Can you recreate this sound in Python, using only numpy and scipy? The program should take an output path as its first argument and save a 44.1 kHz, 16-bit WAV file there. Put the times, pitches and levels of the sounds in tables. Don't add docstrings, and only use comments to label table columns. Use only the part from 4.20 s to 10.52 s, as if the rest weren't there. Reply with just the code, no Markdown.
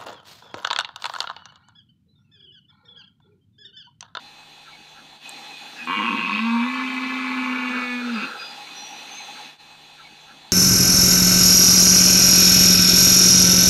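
import sys
import numpy as np
from scipy import signal
from scipy.fft import rfft, irfft, next_fast_len
from scipy.io import wavfile
from scipy.ndimage import uniform_filter1d, map_coordinates

SR = 44100
rng = np.random.default_rng(int(sys.argv[2]) if len(sys.argv) > 2 else 0)


def wav_record(signal):
    frames = np.transpose(np.atleast_2d(signal))
    bounded = np.clip(frames, -1, 1)
    quanta = np.round(bounded * 32767).astype(np.int16)
    wavfile.write(sys.argv[1], SR, quanta)


N = 278712
T = np.arange(N) / SR
DRUM_HZ = 150

# (time [s], dark ringing [dB], bright ringing [dB])
ROAR_LEVELS = [(1.67, -33, -37.5), (1.71, -25, -28.5), (1.74, -26.5, -28), (1.84, -25.5, -25.5),
               (1.94, -29.5, -29), (2.18, -30, -25), (2.22, -34, -30), (2.27, -29, -31), (2.36, -26, -34.5),
               (2.4, -28, -31.5), (2.52, -32.5, -32), (2.6, -27.5, -31), (2.65, -34.5, -31),
               (3.23, -30, -31), (3.62, -31.5, -30.5), (3.74, -31, -31.5), (3.83, -38, -42.5),
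               (3.93, -44, -37), (4.04, -36.5, -29.5), (4.1, -43, -51)]
# (time [s], pitch [Hz], level of the lowest tone [dB])
HOOT_NOTE = [(2.0, 164.8, -42), (2.1, 201.7, -33), (2.19, 217.7, -26.5), (2.28, 231.3, -19),
             (2.4, 234.2, -23), (2.46, 246.3, -25), (2.52, 257.9, -29.5), (2.97, 258.1, -29.5),
             (3.25, 254.9, -27), (3.5, 251.5, -30.5), (3.85, 243.3, -30), (3.94, 233.5, -23.5),
             (3.98, 207.7, -24.5), (4.04, 199.5, -50)]


def amp(db):
    return 10 ** (np.asarray(db) / 20)


def unit(x):
    return x / np.sqrt(np.mean(x ** 2) + 1e-20)


def steady(x, span_s=0.029):
    return x / np.sqrt(np.abs(uniform_filter1d(x ** 2, int(span_s * SR))) + 1e-9)


def curves(rows):
    times, *columns = np.transpose(rows)
    return [np.interp(T, times, column) for column in columns]


def sounding(rows, fade_s=0.012):
    return np.clip(np.minimum(T - rows[0][0], rows[-1][0] - T) / fade_s + .5, 0, 1)


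def swells(rows, attack_s, release_s):
    return sum(amp(db) * np.clip((T - start) / attack_s, 0, 1)
               * np.exp(-np.maximum(T - start - length, 0) / release_s) for start, length, db in rows)


def wobble(rate):
    return map_coordinates(rng.standard_normal(int(N * rate / SR) + 4), [T * rate])


def sine(cycles):
    return np.sqrt(2) * np.sin(2 * np.pi * cycles)


def filtered(x, response):
    size = next_fast_len(N + SR // 2)
    return irfft(rfft(x, size) * response(np.fft.rfftfreq(size, 1 / SR)), size)[..., :N]


def ring(x, resonances):
    def response(f):
        return sum((-1) ** k * amp(db) * (1j * f * width / (hz * hz - f * f + 1j * f * width)) ** 2
                   for k, (hz, width, db) in enumerate(resonances))
    return unit(filtered(x, response))


def noise_in(resonances):
    return ring(rng.standard_normal(N), resonances)


def whine_filter(x):
    step_hz, half_width_hz, depth = 2 * DRUM_HZ, 43, 0.36

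    def response(f):
        distance_hz = (f + step_hz / 2) % step_hz - step_hz / 2
        return 1 - depth * (f > 1.5 * step_hz) * np.exp(-(distance_hz / half_width_hz) ** 2)
    return filtered(x, response)


def forest_hush():
    # (frequency [Hz], relative level [dB])
    colour = [(100, -12.5), (170, -16), (586, -5.5), (821, -4), (1010, -5.5), (2140, -6), (2530, -4),
              (3230, -5.5), (4040, -6), (4870, -13), (6450, -15), (10000, -26.5), (14700, -27.5)]
    hz, db = np.transpose(colour)
    spectrum = signal.stft(rng.standard_normal(N), nperseg=512)[2]
    patches = uniform_filter1d(rng.standard_normal(spectrum.shape), 5, axis=0)
    patches = uniform_filter1d(patches, 10, axis=1)
    hiss = signal.istft(spectrum * amp(1.66 * unit(patches)), nperseg=512)[1][:N]
    return amp(-51) * unit(filtered(hiss, lambda f: amp(np.interp(np.log(f + 1), np.log(hz + 1), db))))


def drive_buzz():
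    # (centre [Hz], width [Hz], level [dB])
    body = [(247, 140, -64), (831, 124, -56), (2533, 380, -60.5), (3440, 310, -62), (6370, 140, -72)]
    return sum(amp(db + 3.5 * wobble(30)) * noise_in([(hz, width, 0)]) for hz, width, db in body)


def drive_whine():
    # (multiple of its hum, level [dB])
    drum_tones = [(12, -70), (20, -69), (23, -61), (30, -66), (38, -74), (42, -71), (44, -78), (46, -78),
                  (54, -75), (56, -80), (58, -82), (60, -86), (64, -83), (66, -83), (82, -86), (92, -86),
                  (94, -86), (96, -91)]
    motor_hz, motor_tones = 511.9, [(5, -61), (6, -71), (7, -63), (8, -58), (9, -73)]
    # (pitch [Hz], level [dB])
    stray_tones = [(2622, -68), (2724, -69), (2896, -66), (3381, -69), (4048, -70), (3795, -64),
                   (3967, -68), (4000, -66), (4140, -71), (7267, -79)]
    tones = [(k * DRUM_HZ, db) for k, db in drum_tones]
    tones += [(k * motor_hz, db) for k, db in motor_tones] + stray_tones
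    drive_time = np.cumsum(1 + 0.00014 * wobble(7.9)) / SR
    shimmer = amp(2.6 * wobble(20))
    return sum(amp(db) * np.roll(shimmer, int(lag * N)) * sine(hz * drive_time + phase)
               for (hz, db), (phase, lag) in zip(tones, rng.random((len(tones), 2))))


def far_croaks():
    # (time [s], level [dB])
    croaks = [(.48, -49), (.79, -50), (5.17, -48)]
    loudness = sum(amp(db) * np.exp(-((T - time) / .028) ** 2) for time, db in croaks)
    return loudness * noise_in([(1344, 150, -0.78), (1614, 220, -0.69)])


def whistles(notes, glide_s, attack_s, release_s, waver, flutter_db, rate):
    out = np.zeros(N)
    bend = 1 + waver * wobble(rate)
    flutter = amp(flutter_db * wobble(rate / 2))
    for start, length, first_hz, last_hz, db in notes:
        hz = last_hz + (first_hz - last_hz) * np.exp(-np.maximum(T - start, 0) / glide_s)
        loudness = flutter * swells([(start, length, db)], attack_s, release_s)
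        out += loudness * sine(np.cumsum(hz * bend) / SR)
    return out


def far_bird():
    # (start [s], level [dB])
    cheeps = [(.5, -52), (4.44, -50), (4.96, -49)]
    notes = [(start, .04, 2450, 2200, db) for start, db in cheeps]
    return whistles(notes, glide_s=.0172, attack_s=.038, release_s=.019,
                    waver=.0117, flutter_db=6.5, rate=310)


def near_birds():
    # (start [s], level [dB])
    pipes = [(1.01, -43), (1.283, -45), (1.568, -37.5), (4.151, -43.5), (4.47, -47), (5.075, -55)]
    # (start [s], length [s], first pitch [Hz], last pitch [Hz], level [dB])
    plain_notes = [(1.51, 0.036, 4730, 4700, -55), (1.555, .03, 4750, 5060, -52),
                   (3.9, .11, 5000, 4800, -45), (4.16, 0.084, 4900, 4870, -40)]
    # (start [s], length [s], first pitch [Hz], last pitch [Hz], level [dB])
    trills = [(4.53, 0.13, 5870, 5840, -46), (4.73, 0.042, 5870, 5890, -48.5),
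              (4.88, 0.069, 6100, 6260, -45), (4.92, 0.065, 6280, 6340, -46), (5.0, 0.052, 6300, 6200, -59)]
    pipe_notes = [(start, .07, 3000, 2480, db) for start, db in pipes]
    piper = whistles(pipe_notes, glide_s=.017, attack_s=.04, release_s=.05,
                     waver=.005, flutter_db=2.5, rate=250)
    whistler = whistles(plain_notes, glide_s=.03, attack_s=.07, release_s=.055,
                        waver=.003, flutter_db=2.1, rate=250)
    triller = whistles(trills, glide_s=.038, attack_s=.06, release_s=.058,
                       waver=.0064, flutter_db=4, rate=400)
    return piper + whistler + triller


def dry_ticks():
    # (time [s], relative level [dB])
    ticks = [(1.093, -28.5), (1.193, -52), (1.655, -44), (2.74, -45)]
    # (pitch [Hz], relative level [dB], time to fade by 60 dB [s])
    tones = [(7320, 1.5, .009), (8250, 3, 0.013), (10500, -22, .008), (13000, -9, .012)]
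    out, t = np.zeros(N), np.arange(SR // 40) / SR
    tick = sum(amp(db - 60 * t / fade_s) * np.sin(2 * np.pi * hz * t) for hz, db, fade_s in tones)
    tick *= 1 - np.exp(-t / 0.00013)
    for time, db in ticks:
        out[round(time * SR):][:len(t)] += amp(db - 0.5) * tick
    return out


def wheeze():
    # (start [s], length [s], level [dB])
    intake = [(1.55, 0.079, -42.5)]
    return swells(intake, attack_s=.022, release_s=.016) * noise_in([(1660, 440, 0)])


def puffs(cycles, sharp):
    return np.exp(sharp * (np.cos(2 * np.pi * cycles) - 1))


def chest_growl(pulses):
    # (start [s], length [s], level [dB])
    surges = [(1.59, 0.071, -44.5), (1.66, 0.05, -33), (1.75, 0.17, -30), (1.89, 0.094, -31.5),
              (2.02, 0.15, -36), (4.01, 0.023, -29)]
    # (centre [Hz], width [Hz], relative level [dB])
    chest = [(105, 50, -22), (232, 80, 0), (345, 70, -17)]
    return swells(surges, attack_s=.035, release_s=.03) * steady(ring(pulses, chest), span_s=.07)


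def throat(voice, breath, growl, air):
    # (centre [Hz], width [Hz], level [dB])
    dark_early = [(498, 57, -15), (928, 34, -2), (1081, 125, -4.5), (1323, 95, -16), (1540, 103, -10),
                  (1698, 155, -18)]
    dark_held = [(463, 210, -22), (879, 46, 5.5), (1103, 77, -5.5), (1260, 180, -8.5), (1453, 37, 4),
                 (1727, 68, 5)]
    top_early = [(3530, 160, -2), (3800, 110, -3), (4380, 250, 1.5), (5200, 510, -13.5)]
    top_held = [(3640, 134, -1.5), (4370, 300, 4.5), (5300, 750, -12), (7240, 1800, -26.5)]
    # (centre [Hz], width [Hz], level [dB])
    bright_shapes = [
        [(1970, 120, 3.5), (2278, 90, 5), (2460, 125, 3.5), (2805, 100, 7), (3110, 130, 3)],
        [(2036, 200, -3.5), (2310, 85, -2), (2536, 120, 5.5), (2743, 144, 3), (3005, 160, -8.5),
         (3200, 92, -3.5)],
        [(2027, 150, -2.5), (2330, 140, -2.5), (2564, 156, -3), (2875, 95, -5.5), (3130, 59, -3)],
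        [(1990, 110, -5), (2255, 170, -1.5), (2458, 180, -1.5), (2767, 100, -2), (3050, 120, -6)],
    ]
    # (centre [Hz], width [Hz], level [dB])
    raised = [(2890, 150, 1), (3255, 180, -4), (3465, 130, -9)]
    # (start [s], length [s], level [dB])
    snarls = [(1.7, 0.16, -35.5), (1.95, 0.046, -41)]
    # (time [s], share of the held shape [0-1])
    stretch = [(2.38, 0.2), (2.55, 0.68)]
    # (time [s], posture [0-3])
    postures = [(1.8, 0), (1.88, 1), (2.2, 1), (2.45, 2), (2.75, 2), (3.4, 3), (3.82, 3), (3.9, 1)]
    # (time [s], level [dB])
    rasp = [(1.67, -58), (1.8, -51), (2.0, -46), (2.12, -38), (2.35, -43), (2.55, -44), (3.0, -44),
            (3.4, -47.5), (3.62, -43), (3.8, -46), (4.04, -42), (4.1, -56)]
    (held,), (posture,), (rasp_db,) = curves(stretch), curves(postures), curves(rasp)
    dark_db, bright_db = curves(ROAR_LEVELS)

    def stretching(x, early, late):
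        return steady((1 - held) * ring(x, early) + held * ring(x, late), span_s=.1)

    dark = stretching(voice + .9 * held * air * breath, dark_early, dark_held)
    bright = sum(np.clip(1 - abs(posture - k), 0, 1) * ring(voice, shape)
                 for k, shape in enumerate(bright_shapes))
    top = amp(rasp_db) * stretching(voice + breath, top_early, top_held)
    surge_db = 2.5 * growl * air
    dark *= amp(dark_db + surge_db * wobble(30.06))
    bright = amp(bright_db + surge_db * wobble(30.06)) * steady(bright, span_s=.1)
    snarl = swells(snarls, attack_s=.029, release_s=.043) * steady(ring(voice, raised), span_s=.09)
    return sounding(ROAR_LEVELS, fade_s=.00088) * (dark + bright + top) + snarl


def ground_bounce(x, delay_s=0.000825):
    return filtered(x, lambda f: (1 + 0.43 * np.exp(-2j * np.pi * f * delay_s)) / 1.144)


def hoot(fold_cycles, ragged_cycles, hoot_db, air):
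    # (start [s], length [s], level [dB])
    octave_swell = [(3.25, 0.66, -47)]
    # (start [s], length [s], level [dB])
    undertone = [(2.45, 1.18, -43)]
    # (centre [Hz], width [Hz], relative level [dB])
    breast = [(229, 43, 2.5), (390, 140, -12)]
    octave_gain = swells(octave_swell, attack_s=.35, release_s=.03) * amp(air * (12 * wobble(25) - 10))
    note = amp(hoot_db + 1.26 * wobble(24.67)) * sine(fold_cycles)
    octave = octave_gain * sine(2 * ragged_cycles)
    low_breath = swells(undertone, attack_s=.2, release_s=.028) * noise_in(breast)
    return sounding(HOOT_NOTE) * (note + octave) + low_breath


def husky_breath():
    # (start [s], length [s], level [dB])
    breaths = [(3.31, 0.032, -29), (3.5, 0.12, -33.5), (3.77, 0.2, -35.5), (3.96, 0.26, -36.5)]
    # (centre [Hz], width [Hz], relative level [dB])
    mouth = [(490, 240, -11), (1337, 176, 0), (1553, 310, -4)]
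    return swells(breaths, attack_s=.04, release_s=.03) * amp(2.5 * wobble(30)) * noise_in(mouth)


def stag():
    # (time [s], share of growl [0-1], share of breath noise [0-1])
    voicing = [(1.745, 1, .07), (1.77, 1, .3), (1.93, 1, .33), (1.97, 1, .5), (2.12, .9, .5),
               (2.26, .12, .2), (2.36, .12, .2), (2.4, .4, .46), (3.45, .25, .3), (3.66, .02, .03),
               (3.84, .03, .08), (3.92, .15, .2), (4.0, .3, .4)]
    # (time [s], rate [Hz])
    flap_rate = [(1.67, 80), (1.745, 100), (1.82, 101), (1.875, 116), (1.92, 108), (1.97, 122), (2.03, 105),
                 (2.1, 103), (2.28, 82)]
    pitch_hz, hoot_db = curves(HOOT_NOTE)
    (growl, air), (flap_hz,) = curves(voicing), curves(flap_rate)
    fold_cycles = np.cumsum(pitch_hz * (1 + 0.0027 * wobble(30))) / SR
    ragged_cycles = fold_cycles + .06 * air * wobble(60)
    flap_cycles = np.cumsum(flap_hz * (1 + .25 * air * wobble(60))) / SR
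    flap_cycles -= flap_cycles[round(ROAR_LEVELS[0][0] * SR) + 90]
    throb = puffs(flap_cycles, sharp=1.3)
    fold_pulses = puffs(ragged_cycles, sharp=1800) * amp(air * wobble(100))
    fold_pulses = steady(fold_pulses * (1 - growl + 0.19 * growl * throb))
    slaps = steady(puffs(flap_cycles, sharp=4000) * amp(3 * air * wobble(90)))
    airflow = (1 - growl) * puffs(ragged_cycles, sharp=1.3) + growl * throb
    breath = 1.6 * steady(rng.standard_normal(N) * airflow)
    pulses = np.sqrt(1 - growl) * fold_pulses + np.sqrt(growl) * slaps
    voice = np.sqrt(1 - air) * pulses + np.sqrt(air) * breath
    voice *= sounding(ROAR_LEVELS, fade_s=.0013) + .001
    upper = ground_bounce(throat(voice, breath, growl, air))
    lower = chest_growl(slaps + 1.2 * air * breath) + hoot(fold_cycles, ragged_cycles, hoot_db, air)
    return upper + husky_breath() + wheeze(), lower


def forest_echo(x, fade_s=.65):
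    t = np.arange(SR // 2) / SR
    tail = rng.standard_normal(len(t)) * amp(-60 * t / fade_s) * (1 - np.exp(-t / .006))
    echo = signal.fftconvolve(x, tail / np.linalg.norm(tail))[:N]
    return filtered(echo, lambda f: f / (f + 400) / (1 + (f / 5000) ** 2))


def scene():
    # (time [s], gain [factor])
    loud_fades = [(.98, 0), (1.06, 2.1), (5.24, 2.5), (5.392, 0)]
    # (time [s], gain [0-1])
    quiet_fades = [(0, 1), (.965, 1), (1.005, 0), (5.376, 0), (5.406, 1)]
    (loud_gain,), (quiet_gain,) = curves(loud_fades), curves(quiet_fades)
    bass_cut_hz, repeat_s = 189, 5.32
    roar_upper, roar_lower = stag()
    birds = near_birds()
    near = roar_upper + birds
    background = whine_filter(forest_hush() + drive_buzz()) + drive_whine()
    far = far_croaks() + far_bird()
    echo = forest_echo(amp(-8) * near + amp(-14) * roar_lower + amp(-2) * birds)
    loud = whine_filter(near + echo) + roar_lower + dry_ticks() + loud_gain * background + far * (T > 2)
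    loud = filtered(loud, lambda f: 1 / np.sqrt(1 + (bass_cut_hz / (f + 1)) ** 6))
    low_wind = amp(-72.5) * noise_in([(161, 290, 0)])
    quiet = background + far + low_wind
    quiet = np.where(T < 2, quiet, np.roll(quiet, round(repeat_s * SR)))
    hum_gain = np.maximum(quiet_gain, np.clip(loud_gain, 0, 1))
    drum_hum = amp(-66.5) * hum_gain * sine(DRUM_HZ * T)
    return (loud + quiet_gain * quiet + drum_hum)[None]


def record(dry, top_hz=14700):
    return filtered(dry, lambda hz: hz < top_hz)


dry = scene()
out = record(dry)
wav_record(out)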